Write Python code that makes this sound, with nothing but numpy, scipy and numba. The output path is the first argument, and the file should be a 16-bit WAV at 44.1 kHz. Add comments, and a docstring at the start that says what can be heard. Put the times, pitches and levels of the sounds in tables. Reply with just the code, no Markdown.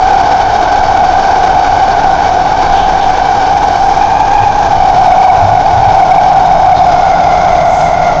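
"""The motors of a metro train whine, heard from inside a car as it starts to brake. They beat against
each other in a rough, wavering note that slides down, and its overtones sing out as they cross the
resonances of the car's body. Wheels roar and hiss, the car rumbles, its walls drone, a fan hums and
the floor booms over uneven track. The loud whine softly overloads a microphone and its limiter."""
import sys
import numpy as np
from scipy import signal
from scipy.fft import rfft, irfft, next_fast_len
from scipy.io import wavfile
from scipy.ndimage import uniform_filter1d
from numba import njit

SR = 44100
rng = np.random.default_rng(int(sys.argv[2]) if len(sys.argv) > 2 else 0)


def materialize(psi):
    """Save the field psi as 16-bit PCM at rate SR to the path in sys.argv[1].

    A 1-D psi becomes a single channel; in a 2-D psi each row is a channel.
    """
    bounded = np.clip(np.atleast_2d(psi).T, -1, 1)
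    quanta = np.round(bounded * 32767).astype(np.int16)
    wavfile.write(sys.argv[1], SR, quanta)


N = 361619
TIME = np.arange(N) / SR
FREQS = np.fft.rfftfreq(N, 1 / SR)

# The whine's pitch, set by motor speed. Each row: time in seconds, pitch in Hz.
WHINE_PITCH = [(0, 759), (2.4, 751), (3.0, 766), (3.9, 770), (4.35, 812), (4.95, 746), (6.4, 748),
               (7.1, 718), (8.2, 692)]
# How hard the motors work. Each row: time in seconds, relative whine level in dB.
MOTOR_LOAD = [(0, -7.6), (1.4, -7.5), (3.5, -9.5), (4.2, -7), (4.6, -9), (5.27, -2), (5.6, -7), (6, -4.5),
              (8.2, -7.5)]
# The octave above the whine. Each row: time in seconds, relative level in dB.
OCTAVE_LEVEL = [(0, -21), (2.2, -20.5), (4.3, -24), (6.6, -24.5), (7.3, -21.5), (8.2, -22.5)]
# Where the car's body rings. Each row: centre in Hz, half-width in Hz, relative level in dB.
BODY_RESONANCES = [(2098, 58, -21.5), (2277, 30, -32.5), (2420, 75, -26.5), (3050, 64, -34.5),
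                   (3660, 180, -35), (4560, 41, -33.5), (5050, 140, -36), (5350, 120, -38.5),
                   (6280, 140, -37)]
# Wheel roar, rail hiss and car rumble. Each row: frequency in Hz, relative level in dB.
ROAR_SPECTRUM = [(150, -20.5), (240, -8.5), (360, -2), (500, -0.5), (620, -9.5), (850, 3.5), (1030, -4.5),
                 (1280, -8), (1800, -20.5), (2600, -22.5)]
HISS_SPECTRUM = [(900, -10), (1800, 4), (2700, 1.5), (3500, 4), (4200, 0.5), (5600, 1), (6300, -2),
                 (7000, -8.5), (7700, -20.5), (8600, -52)]
RUMBLE_SPECTRUM = [(6, -12), (18, 8.5), (35, -5), (55, -1), (80, -5.5), (130, -11.5), (220, -11.5),
                   (450, -34.5)]
# The walls' drone, growing as the train slows. Each row: time in seconds, level in dB.
DRONE_LEVEL = [(0, -45.5), (2.2, -29.5), (4.2, -33), (5.7, -28), (8.2, -24.5)]
# Wheels brushing the rail. Each row: middle and half-length in seconds, centre and width in Hz,
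# peak level in dB.
WHEEL_SCUFFS = [(2.8, 0.084, 3300, 1000, -26.5), (3.03, 0.05, 3400, 1500, -27.5),
                (3.8, 0.27, 5300, 1800, -37), (6.772, 0.021, 3980, 696, -28), (7.788, .12, 6430, 1620, -35)]
# Bumps in the track. Each row: start in seconds, length in seconds, boom level in dB.
TRACK_BUMPS = [(2.815, 0.043, -23), (4.392, 0.054, -21.5), (4.65, 0.11, -24), (4.92, 0.099, -25),
               (5.366, .07, -14.5), (5.716, 0.064, -17.5), (5.848, 0.054, -17.5), (6.616, .09, -20)]
# Moments when the motors fall into step. Each row: time in seconds, peak level in dB.
WHINE_FLARES = [(5.127, 6), (5.22, 5), (5.25, 5.5), (5.303, 7.5), (6.035, 5.5), (6.121, 8), (6.189, 6),
                (6.731, 6)]


def undb(db):
    """Turn decibels into a gain."""
    return 10 ** (np.asarray(db) / 20)


def curve(table):
    """Join rows of time and value with straight lines."""
    return np.interp(TIME, *np.transpose(table))


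def resonance(freq, hz, width_hz):
    """A resonance's gain: 1 at hz, falling to half at width_hz to either side."""
    return 1 / (1 + ((freq - hz) / width_hz) ** 2)


def noise(gain):
    """Noise of strength 1, shaped by a gain at each frequency."""
    size = next_fast_len(N, True)
    shape = np.interp(np.fft.rfftfreq(size, 1 / SR), FREQS, gain)
    x = irfft(rfft(rng.standard_normal(size)) * shape, size)[:N]
    return x / np.std(x)


def coloured(spectrum):
    """Noise shaped by a spectrum table."""
    hz, db = np.transpose(spectrum)
    return noise(undb(np.interp(np.log(FREQS + 1), np.log(hz), db, left=-80, right=-80)))


def wander(rate_hz):
    """A random drift, typically 1 in size."""
    return noise(resonance(FREQS, 0, rate_hz))


def rough_tone(phase, width_hz):
    """Many motors and echoes beat together into a tone whose size and phase wander."""
    return (wander(width_hz) * np.cos(phase) + wander(width_hz) * np.sin(phase)) / np.sqrt(2)


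def whine(phase, core_db=-9, band_db=-18, ceiling_db=2.1, span_s=.03):
    """The main note: the motors beat against each other while their power holds."""
    tone = rough_tone(phase, width_hz=86.4) + undb(core_db) * rough_tone(phase, width_hz=27.4)
    # the car favours the upper side of the note and rings faintly above it
    tone = irfft(rfft(tone) * resonance(FREQS, hz=811, width_hz=200), N)
    ring = undb(band_db) * noise(resonance(FREQS, hz=1016, width_hz=140))
    power = uniform_filter1d(tone ** 2, int(span_s * SR))
    tone /= (power + 1e-9) ** .2  # soften slow swells, keep fast beats
    load = undb(curve(MOTOR_LOAD))
    tone *= load / np.std(tone)
    envelope = np.abs(signal.hilbert(tone, next_fast_len(N))[:N])
    tone /= (1 + (envelope / undb(ceiling_db)) ** 6) ** (1 / 6)  # hold beats under the ceiling
    return tone + load * ring


def motors(surface, octave_db=.5, overtone_db=-2, waver=.006, flutter_db=1.12):
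    """The whine and its overtones follow the motor speed; the overtones flutter with the rail."""
    hz = curve(WHINE_PITCH) * (1 + waver * wander(8.06))
    phase = 2 * np.pi * np.cumsum(hz) / SR
    overtones = rough_tone(2 * phase, width_hz=99) * undb(curve(OCTAVE_LEVEL) + octave_db)
    for order in range(3, 10):
        # an overtone sings out while it crosses a resonance of the body
        gain = sum(undb(db) * resonance(order * hz, f, width) for f, width, db in BODY_RESONANCES)
        overtones += undb(overtone_db) * gain * rough_tone(order * phase, width_hz=110)
    return add_flares(whine(phase), phase) + overtones * undb(flutter_db * surface)


def wheels(surface, roar_db=-18.5, hiss_db=-28, flutter_db=1.61, swell_db=.27, brake_s=2.47):
    """Roar and hiss swell and flutter with the rail surface, and fade as the train slows."""
    uneven_db = flutter_db * surface + swell_db * wander(5)
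    braking_s = np.maximum(TIME - brake_s, 0)
    roar = coloured(ROAR_SPECTRUM) * undb(roar_db - .77 * braking_s + uneven_db)
    hiss = coloured(HISS_SPECTRUM) * undb(hiss_db - .47 * braking_s + uneven_db)
    return roar + hiss


def car_body(rumble_db=-21, smooth_track_db=-32):
    """The car rumbles, its floor booms harder at each bump and its walls ring in a low drone."""
    bump_power = sum((undb(db) * jolt(start, length)) ** 2 for start, length, db in TRACK_BUMPS)
    shake = np.sqrt(undb(smooth_track_db) ** 2 + bump_power)
    boom = noise(resonance(FREQS, hz=101.4, width_hz=19)) * shake
    drone = noise(resonance(FREQS, hz=160, width_hz=20)) * undb(curve(DRONE_LEVEL))
    return coloured(RUMBLE_SPECTRUM) * undb(rumble_db) + boom + drone


def fan(hz=285.3, level_db=-34.5):
    """The air fan hums on one slightly unsteady note."""
    phase = 2 * np.pi * np.cumsum(hz * (1 + .003 * wander(5))) / SR
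    return np.sqrt(2) * np.sin(phase) * undb(level_db + .61 * wander(3))


def scuffs():
    """Now and then a wheel brushes the rail with a short hiss."""
    out = np.zeros(N)
    for middle, half_length, hz, width, db in WHEEL_SCUFFS:
        swell = np.exp(-((TIME - middle) / half_length) ** 2)
        out += undb(db) * swell * noise(resonance(FREQS, hz, width / 2))
    return out


def jolt(start, length, rise_s=.015, decay_s=.078):
    """The shaking from one bump rises fast, holds while the wheels cross it, then dies away."""
    rise = np.clip((TIME - start) / rise_s, 0, 1)
    return rise * np.exp(-np.maximum(TIME - start - length, 0) / decay_s)


def add_flares(tone, phase, half_length_s=.0065):
    """The motors fall into step for an instant, and the whine turns pure and loud."""
    for middle, db in WHINE_FLARES:
        in_step = np.exp(-((TIME - middle) / half_length_s) ** 2)
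        tone = tone * (1 - in_step) + in_step * undb(db) * np.cos(phase)
    return tone


def scene():
    """Everything heard at one spot in the car; the same rail shakes wheels and motors."""
    surface = wander(42)
    return (motors(surface) + wheels(surface) + scuffs() + car_body() + fan())[None]


@njit
def follow_peaks(size, attack, release):
    """Track a sound's level, rising fast and falling slowly."""
    out, level = np.empty(len(size)), 1.
    for i in range(len(size)):
        level += (size[i] - level) * (attack if size[i] > level else release)
        out[i] = level
    return out


def soft_clip(x, ceiling):
    """Round off the peaks at a ceiling."""
    return x / (1 + np.abs(x / ceiling) ** 10) ** (1 / 10)


def record(dry, overload_db=3.4, limit_db=-2, attack_s=.0027, release_s=.026, top_hz=8113):
    """Flares overload the microphone, a limiter turns down loud swells and the top treble is cut."""
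    x = soft_clip(dry, undb(overload_db))
    peak = follow_peaks(np.abs(x[0]), 1 / (attack_s * SR), 1 / (release_s * SR))
    x = x / np.maximum(peak / undb(limit_db), 1)
    x = soft_clip(x, .98)  # catch peaks that slip past the limiter
    return signal.sosfilt(signal.ellip(8, .05, 80, top_hz, fs=SR, output="sos"), x)


dry = scene()
out = record(dry)
materialize(out)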